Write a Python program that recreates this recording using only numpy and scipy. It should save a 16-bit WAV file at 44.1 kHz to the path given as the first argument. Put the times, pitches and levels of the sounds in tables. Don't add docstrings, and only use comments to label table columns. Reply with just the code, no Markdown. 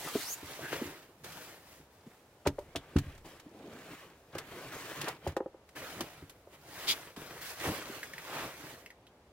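import sys
import numpy as np
from scipy import signal
from scipy.fft import rfft, irfft, next_fast_len
from scipy.io import wavfile
from scipy.ndimage import uniform_filter1d, map_coordinates

SR = 44100
rng = np.random.default_rng(int(sys.argv[2]) if len(sys.argv) > 2 else 0)


def int16_out(signal):
    q = np.round(np.clip(np.atleast_2d(signal).T, -1, 1) * 32767)
    wavfile.write(sys.argv[1], SR, q.astype(np.int16))


N = 411011
TIME = np.arange(N) / SR
HZ = np.fft.rfftfreq(N, 1 / SR) + 1
AGE = np.arange(SR // 2) / SR
EDGE_HZ = 15950


def amp(db):
    return 10 ** (np.asarray(db) / 20)


def decay(t60):
    return amp(-60 * AGE / t60)


def unit_rms(x):
    return x / np.sqrt(np.mean(x ** 2) + 1e-20)


def spectrum(points):
    f, db = np.transpose(points)
    return amp(np.interp(np.log(HZ), np.log(f + 1), db))


def colour(x, gain):
    count = x.shape[-1]
    size = next_fast_len(count)
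    gain = np.interp(np.fft.rfftfreq(size), np.fft.rfftfreq(count), gain)
    return irfft(rfft(x, size) * gain, size)[..., :count]


def band(x, hz, octaves):
    f = np.fft.rfftfreq(len(x), 1 / SR) + 1
    bell = np.exp(-(np.log2(f / hz) / octaves) ** 2 / 4)
    return unit_rms(colour(x, bell / np.sqrt(f + 200) * (f < EDGE_HZ)))


def wander(hz):
    t = TIME[::64]
    lowpass = 1 / (1 + (np.fft.rfftfreq(len(t), t[1]) / hz) ** 4)
    return np.interp(TIME, t, unit_rms(colour(rng.standard_normal(len(t)), lowpass)))


def diffuse(count, apart_hz=1600):
    mid, side = rng.standard_normal((2, count))
    angle = np.pi / 4 * np.tanh((np.fft.rfftfreq(count, 1 / SR) / apart_hz) ** 2)
    mid, side = colour(mid, np.cos(angle)), colour(side, np.sin(angle))
    return np.array([mid + side, mid - side])


# (f/Hz, relative level/dB)
AIR_SPECTRUM = [(18, -61), (30, -35), (64, -11), (188, -19), (520, -16), (931, -21), (1210, -25),
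                (15800, -47)]

def hum(level_db=-62.5):
    return amp(level_db) * unit_rms(colour(diffuse(N), spectrum(AIR_SPECTRUM)))


def cabin(x, wet_db=-8, t60=0.14, low_cut_hz=500):
    tail = diffuse(len(AGE)) * decay(t60) * np.minimum(AGE / 0.0028, 1)
    wet = signal.fftconvolve(x[None], tail / np.linalg.norm(tail[0]), axes=1)[:, :N]
    return amp(wet_db) * colour(wet, HZ / np.hypot(HZ, low_cut_hz))


# (t/s, side from -1 left to 1 right)
LUGGAGE_PATH = [(.3, -0.034), (.55, 0.85), (1.9, 0.81), (2.3, -0.38), (5.4, -0.66), (5.75, 0.82)]

def localise(x, lag_s=0.00004, mono_hz=450):
    lag = lag_s * SR * np.interp(TIME, *np.transpose(LUGGAGE_PATH))
    bass = colour(x, 1 / (1 + (HZ / mono_hz) ** 4))
    treble = [map_coordinates(x - bass, [np.arange(N) - side * lag], order=3) for side in (1, -1)]
    return bass + np.array(treble)


def grit(count, per_s=2500, spread_db=3, smooth=1.53):
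    size = amp(spread_db * np.minimum(rng.exponential(1, count), 5))
    slips = size * rng.choice([-1, 1], count) * (rng.random(count) < per_s / SR)
    return unit_rms(unit_rms(slips) + smooth * rng.standard_normal(count))


# (f/Hz, relative level/dB)
FABRIC_SPECTRUM = [(40, -15), (90, -3), (150, 4), (210, -5.5), (310, 4), (600, -2), (800, -8.5),
                   (1900, -8.5), (4100, -15), (8500, -19.5), (13500, -19.8), (15800, -20.5)]

def cloth(slips, tilt=1):
    return colour(slips, spectrum(FABRIC_SPECTRUM) * tilt)


# (start t/s, end t/s)
ARM_RESTS = [(5.36, 5.65), (8.9, 10)]

def jacket(level_db=-70, thin_hz=4500, unrest_db=2.6):
    crinkles = cloth(grit(N, per_s=320, spread_db=-0.5, smooth=1.5), HZ / np.hypot(HZ, thin_hz))
    resting = np.any([(TIME > start) & (TIME < end) for start, end in ARM_RESTS], axis=0)
    moving = uniform_filter1d(1. - resting, size=SR // 10)
    return unit_rms(crinkles) * amp(level_db + unrest_db * wander(9)) * moving


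# (peak t/s, rise/s, fall/s, rasp level/dB, hiss re rasp/dB)
BAG_SLIDES = [(.19, 0.83, .25, -46.5, 4), (.52, 0.18, 0.12, -50.5, 1.5), (.76, 0.45, 0.29, -46, -1.5),
              (1.72, 0.12, 0.18, -60, 3), (2.1, .22, 0.26, -65.5, 0), (3.08, 0.61, 0.16, -57, -5),
              (3.93, 0.46, 0.26, -53, -4), (4.62, 0.31, 0.34, -51, -2.5), (5.07, 0.13, 0.096, -44.5, -6.5),
              (5.292, 0.087, 0.051, -48.5, -6), (6.545, .05, 0.033, -56.5, -3),
              (6.87, 0.24, 0.27, -46, 0.5), (7.654, .1, 0.24, -39.5, -1), (7.95, 0.21, 0.27, -48.5, -1),
              (8.39, 0.29, 0.21, -45.5, -1), (8.68, 0.37, 0.2, -52, -0.5)]
# (start t/s, hold/s, fall/s, rasp level/dB, hiss re rasp/dB)
BAG_TUGS = [(1.231, 0.21, 0.24, -53.5, 1.5), (3.241, 0.019, 0.21, -55.5, -2),
            (4.325, 0.035, 0.21, -53, -23), (4.715, 0.24, 0.14, -49, -1), (5.749, 0.16, 0.37, -48.5, -2),
            (7.059, .01, 0.052, -52, -13), (7.16, 0.23, .2, -53.5, 0), (7.405, 0.11, 0.067, -48.5, 3.5)]

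def strokes(grab_s=0.012, fade_db=16, bend=1.48):
    t = TIME[::64]
    moves = []
    for s, rise, fall, db, hiss_db in BAG_SLIDES:
        away = np.maximum((s - t) / rise, (t - s) / fall)
        moves.append((amp(db - fade_db * away ** bend), hiss_db))
    for s, hold, fall, db, hiss_db in BAG_TUGS:
        onset = np.clip((t - s) / grab_s, 0, 1)
        away = np.maximum(t - s - hold, 0) / fall
        moves.append((onset * amp(db - fade_db * away ** bend), hiss_db))
    rasp = sum(gain ** 2 for gain, _ in moves)
    hiss = sum((gain * amp(hiss_db)) ** 2 for gain, hiss_db in moves)
    return [np.interp(TIME, t, 10 * np.log10(power + 1e-12)) for power in (rasp, hiss)]


def creases(per_s=40, t60=0.035, lowest_hz=420, over_rasp_db=6.5):
    out, envelope = np.zeros(N), decay(t60)[:SR // 20]
    for when, pitch, size in rng.random((round(per_s * N / SR), 3)):
        crinkle = band(grit(len(envelope)), lowest_hz * 2 ** (4 * pitch), 0.5) * envelope
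        add(out, when * N / SR, size ** 2 * crinkle)
    rasp, _ = strokes()
    return out * amp(over_rasp_db + rasp)


def add(mix, s, sound):
    part = mix[max(round(s * SR), 0):][:len(sound)]
    part += sound[:len(part)]


def folds(per_s=14, fade_s=0.051):
    starts = (rng.random(N) < per_s / SR) * rng.uniform(0.3, 1, N)
    return unit_rms(signal.lfilter([1], [1, -np.exp(-1 / (fade_s * SR))], starts))


def flexing(x, depth_db=2.5):
    frames = signal.stft(x, nperseg=1024)[2]
    patches = uniform_filter1d(rng.standard_normal(frames.shape), size=6, axis=0)
    patches = uniform_filter1d(patches, size=4, axis=1)
    return signal.istft(frames * amp(depth_db * unit_rms(patches)))[1][:N]


def dragging(stick_db=-76, judder_db=1, lumps_db=2, crumple=0.27):
    rasp, hiss = strokes()
    weight = rasp - hiss
    rumble = -23 + 0.67 * rasp + 0.59 * weight + lumps_db * wander(26)
    slips = cloth(flexing(grit(N)))
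    low, high = 1 / (1 + (HZ / 650) ** 6), 1 / (1 + (3500 / HZ) ** 6)
    surge = crumple * folds()
    layers = (low, rumble, surge), (1 - low - high, rasp - 1, surge), (high, hiss - 1, surge / 2)
    out = np.zeros(N)
    for share, db, swell in layers:
        sliding = np.maximum(amp(db) - amp(stick_db), 0)
        out += unit_rms(colour(slips, share)) * sliding * (1 + swell)
    return out * amp(judder_db * wander(32))


# (peak t/s, level/dB, half length/s, centre f/Hz, width/octaves)
PUSHES = [(0.663, -47, 0.029, 1620, 0.09), (0.734, -38, 0.0066, 1210, 1.1), (1.28, -61, 0.08, 150, 0.5),
          (2.464, -37.5, 0.0057, 600, 1.2), (3.659, -50.5, 0.11, 338, 0.65),
          (5.083, -35.5, 0.013, 950, 0.75), (6.01, -45, 0.035, 280, 1.2), (7.693, -36.5, 0.027, 260, 1.1),
          (8.385, -41, 0.08, 1050, 1)]

def shoves():
    out, t = np.zeros(N), AGE - AGE[-1] / 2
    for s, db, half, hz, octaves in PUSHES:
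        swell = np.exp(-(t / half) ** 2 / 2)
        add(out, s + t[0], amp(db) * swell * band(grit(len(t)), hz, octaves))
    return out


# (t/s, f/Hz, level/dB)
RIB_GLIDE = [(0.135, 3200, -49), (0.25, 4700, -45), (.308, 6450, -39.5), (.341, 6850, -37.5),
             (.365, 6900, -62)]

def nylon(width_hz=310, octave_db=-3, pair_db=-11):
    s, hz, db = np.transpose(RIB_GLIDE)
    rate = np.interp(TIME, s, hz)
    width = width_hz * (hz.max() / rate) ** 2
    jitter = np.sqrt(2 * np.pi * width / SR) * rng.standard_normal(N)
    phase = np.cumsum(2 * np.pi * rate / SR + jitter)
    whistle = np.cos(phase) + amp(octave_db) * np.cos(2 * phase) + amp(pair_db) * np.cos(1.5 * phase)
    return unit_rms(whistle) * amp(np.interp(TIME, s, db)) * (TIME > s[0]) * (TIME < s[-1])


# (f/Hz, width before broadening/Hz, relative level/dB)
WEBBING_PEAKS = [(2290, 75, -2), (3300, 71, 4.5), (3850, 280, -2), (4870, 39, -0.5), (6600, 160, -12)]

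def swipe(start_s=6.869, length_s=0.077, level_db=-26, fizz_db=-19, broaden=4.1, low_hz=1700):
    out, t = np.zeros(N), np.arange(0, length_s, 1 / SR)
    f = np.fft.rfftfreq(len(t), 1 / SR)
    peaks = sum(amp(db) ** 2 / (1 + (2 * (f - hz) / (broaden * width)) ** 2)
                for hz, width, db in WEBBING_PEAKS)
    response = np.sqrt(amp(fizz_db) ** 2 + peaks)
    radiation = f ** 2 / (f ** 2 + low_hz ** 2)
    speed = np.sin(np.pi * (t / length_s) ** 0.8) ** 1.24
    rasp = colour(grit(len(t), per_s=3900, smooth=1.8), response * radiation)
    add(out, start_s, amp(level_db) * speed * unit_rms(rasp))
    return out


# (t/s, level/dB, centre f/Hz)
SLAPS = [(1.243, -41.5, 5030), (1.32, -44, 7000), (2.470, -24, 2600), (2.588, -49, 6500),
         (2.758, -29.5, 2780), (2.963, -28, 940), (2.984, -33, 3900), (3.177, -51, 3500),
         (3.397, -47, 3070), (4.35, -39.5, 2000), (4.382, -32.5, 4200), (5.013, -29.5, 4200),
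         (5.082, -30.5, 6000), (5.273, -37.5, 4000), (5.365, -37.5, 2200), (6.006, -28, 4000),
         (5.689, -52, 4000), (6.295, -43.5, 6000), (7.162, -42, 2190)]

def ticks(t60=0.038, rise_s=0.0022, tail_db=-12, tail_t60=0.085, octaves=1.4):
    out = np.zeros(N)
    envelope = (1 - np.exp(-AGE / rise_s)) * (decay(t60) + amp(tail_db) * decay(tail_t60))
    for s, db, hz in SLAPS:
        add(out, s, amp(db) * envelope * band(grit(len(AGE)), hz, octaves))
    return out


def rustling():
    return dragging() + creases() + shoves() + nylon() + swipe() + ticks() + jacket()


# (t/s, relative level/dB, f/Hz)
BUCKLE_HITS = [(2.759, -30, 3450), (8.031, -30.5, 1825), (8.135, -34, 1980), (8.181, -34.5, 2180),
               (8.861, -39.5, 2370), (8.904, -42, 1890), (9.068, -47, 3220)]

def buckles(clack_t60=0.045, click_db=-6, click_t60=0.05, click_hz=4800):
    out = np.zeros(N)
    for s, db, hz in BUCKLE_HITS:
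        clack = decay(clack_t60) * band(grit(len(AGE)), hz, octaves=0.16)
        click = amp(click_db) * decay(click_t60) * band(grit(len(AGE)), click_hz, octaves=1.15)
        add(out, s, amp(db) * (clack + click) / 2)
    return out


def strike(modes, hardness_hz, clatter_db, clatter_t60, pitch=1, order=2):
    ring = sum((-1) ** k * amp(db) * decay(t60) * np.sin(2 * np.pi * hz * pitch * AGE)
               for k, (hz, db, t60) in enumerate(modes))
    lowest_hz, middle_hz = modes[0][0] * pitch, modes[len(modes) // 2][0] * pitch
    clatter = band(rng.standard_normal(len(AGE)), middle_hz, 1) * decay(clatter_t60)
    blow = ring / abs(ring).max() + amp(clatter_db) * clatter
    blow = signal.sosfilt(signal.butter(order, hardness_hz, fs=SR, output="sos"), blow)
    blow = signal.sosfilt(signal.butter(2, lowest_hz / 2, "high", fs=SR, output="sos"), blow)
    return blow / abs(blow).max()


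# (f/Hz, relative level/dB, t60/s)
FLOOR_MODES = [(76, 2, 0.074), (93.5, 1, 0.099), (135, -14, 0.26), (148, -1.5, 0.092), (283.3, -0.5, 0.13),
               (359, 3.5, 0.058), (449, -0.5, 0.063)]
# (t/s, peak level/dB, contact cutoff f/Hz)
LANDINGS = [(0.427, -38, 353), (0.853, -34.5, 403), (1.797, -47, 300), (2.469, -17.5, 597),
            (2.758, -30, 420), (2.957, -11.5, 200), (3.063, -36, 80), (4.348, -39, 298),
            (5.272, -29.5, 110), (6.221, -39, 300), (7.672, -32, 111)]

def thumps(sway_hz=41, sway_db=-32, sway_t60=0.97):
    out = np.zeros(N)
    envelope = amp(sway_db) * decay(sway_t60) * np.minimum(AGE / 0.0074, 1)
    for s, db, hardness_hz in LANDINGS:
        sway = band(rng.standard_normal(len(AGE)), sway_hz, 0.82) * envelope
        boom = strike(FLOOR_MODES, hardness_hz, clatter_db=-18, clatter_t60=0.16)
        add(out, s, amp(db) * (boom + sway))
    return out


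def rocking(start_s=5.366, gap_s=0.038, slowing=1.47, pitch=0.98, count=4):
    k = np.arange(count)
    s = start_s + gap_s * (slowing ** k - 1) / (slowing - 1)
    db = -21 - 2.2 * k ** 2
    hardness_hz = 1350 / (k + 1) ** 0.62
    return list(zip(s, db, hardness_hz, [pitch] * count))


# (f/Hz at pitch factor 1, relative level/dB, t60/s)
SHELL_MODES = [(334, 0.5, 0.034), (395, 2.5, 0.03), (531, 0.5, 0.052), (836, -4.5, 0.04), (1280, -6, .033),
               (1875, -4.5, 0.026)]
# (t/s, peak level/dB, contact cutoff f/Hz, pitch factor)
CASE_KNOCKS = [(0.153, -19, 520, 0.8), (0.59, -35.5, 900, 1.26), (.728, -25.5, 1900, 0.88),
               (0.815, -25.5, 320, 0.68), (2.064, -43, 200, 0.426), (2.463, -18.5, 1150, 1.1),
               (2.584, -25.5, 950, 1.1), (2.752, -28, 1200, 1.24), (3.461, -42, 410, 0.55),
               (4.352, -31, 900, 0.976), (5.266, -23, 760, 1.03), (6.005, -30, 680, 0.65),
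               (6.471, -44, 900, 1.1), (7.169, -39, 450, 0.52), (7.895, -36, 398, 0.71)]

def knocks():
    out = np.zeros(N)
    for s, db, hardness_hz, pitch in CASE_KNOCKS + rocking():
        knock = strike(SHELL_MODES, hardness_hz, clatter_db=-7, clatter_t60=0.033, pitch=pitch, order=3)
        add(out, s, amp(db) * knock)
    return out


def scene(treble_coherence=0.29, spread_hz=2000):
    rustle, blows = rustling(), knocks() + thumps() + buckles()
    left, right = localise(rustle)
    coherence = np.clip(treble_coherence + (1 - treble_coherence) / (1 + (HZ / spread_hz) ** 4), 0, 1)
    right = colour(right, coherence) + colour(rustling(), np.sqrt(1 - coherence ** 2))
    return np.array([left, right]) + localise(blows) + cabin(blows) + hum()


def record(dry):
    lowpass = signal.firwin(511, EDGE_HZ, window=("kaiser", 9), fs=SR)
    return signal.oaconvolve(dry, lowpass[None], "same")


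dry = scene()
out = record(dry)
int16_out(out)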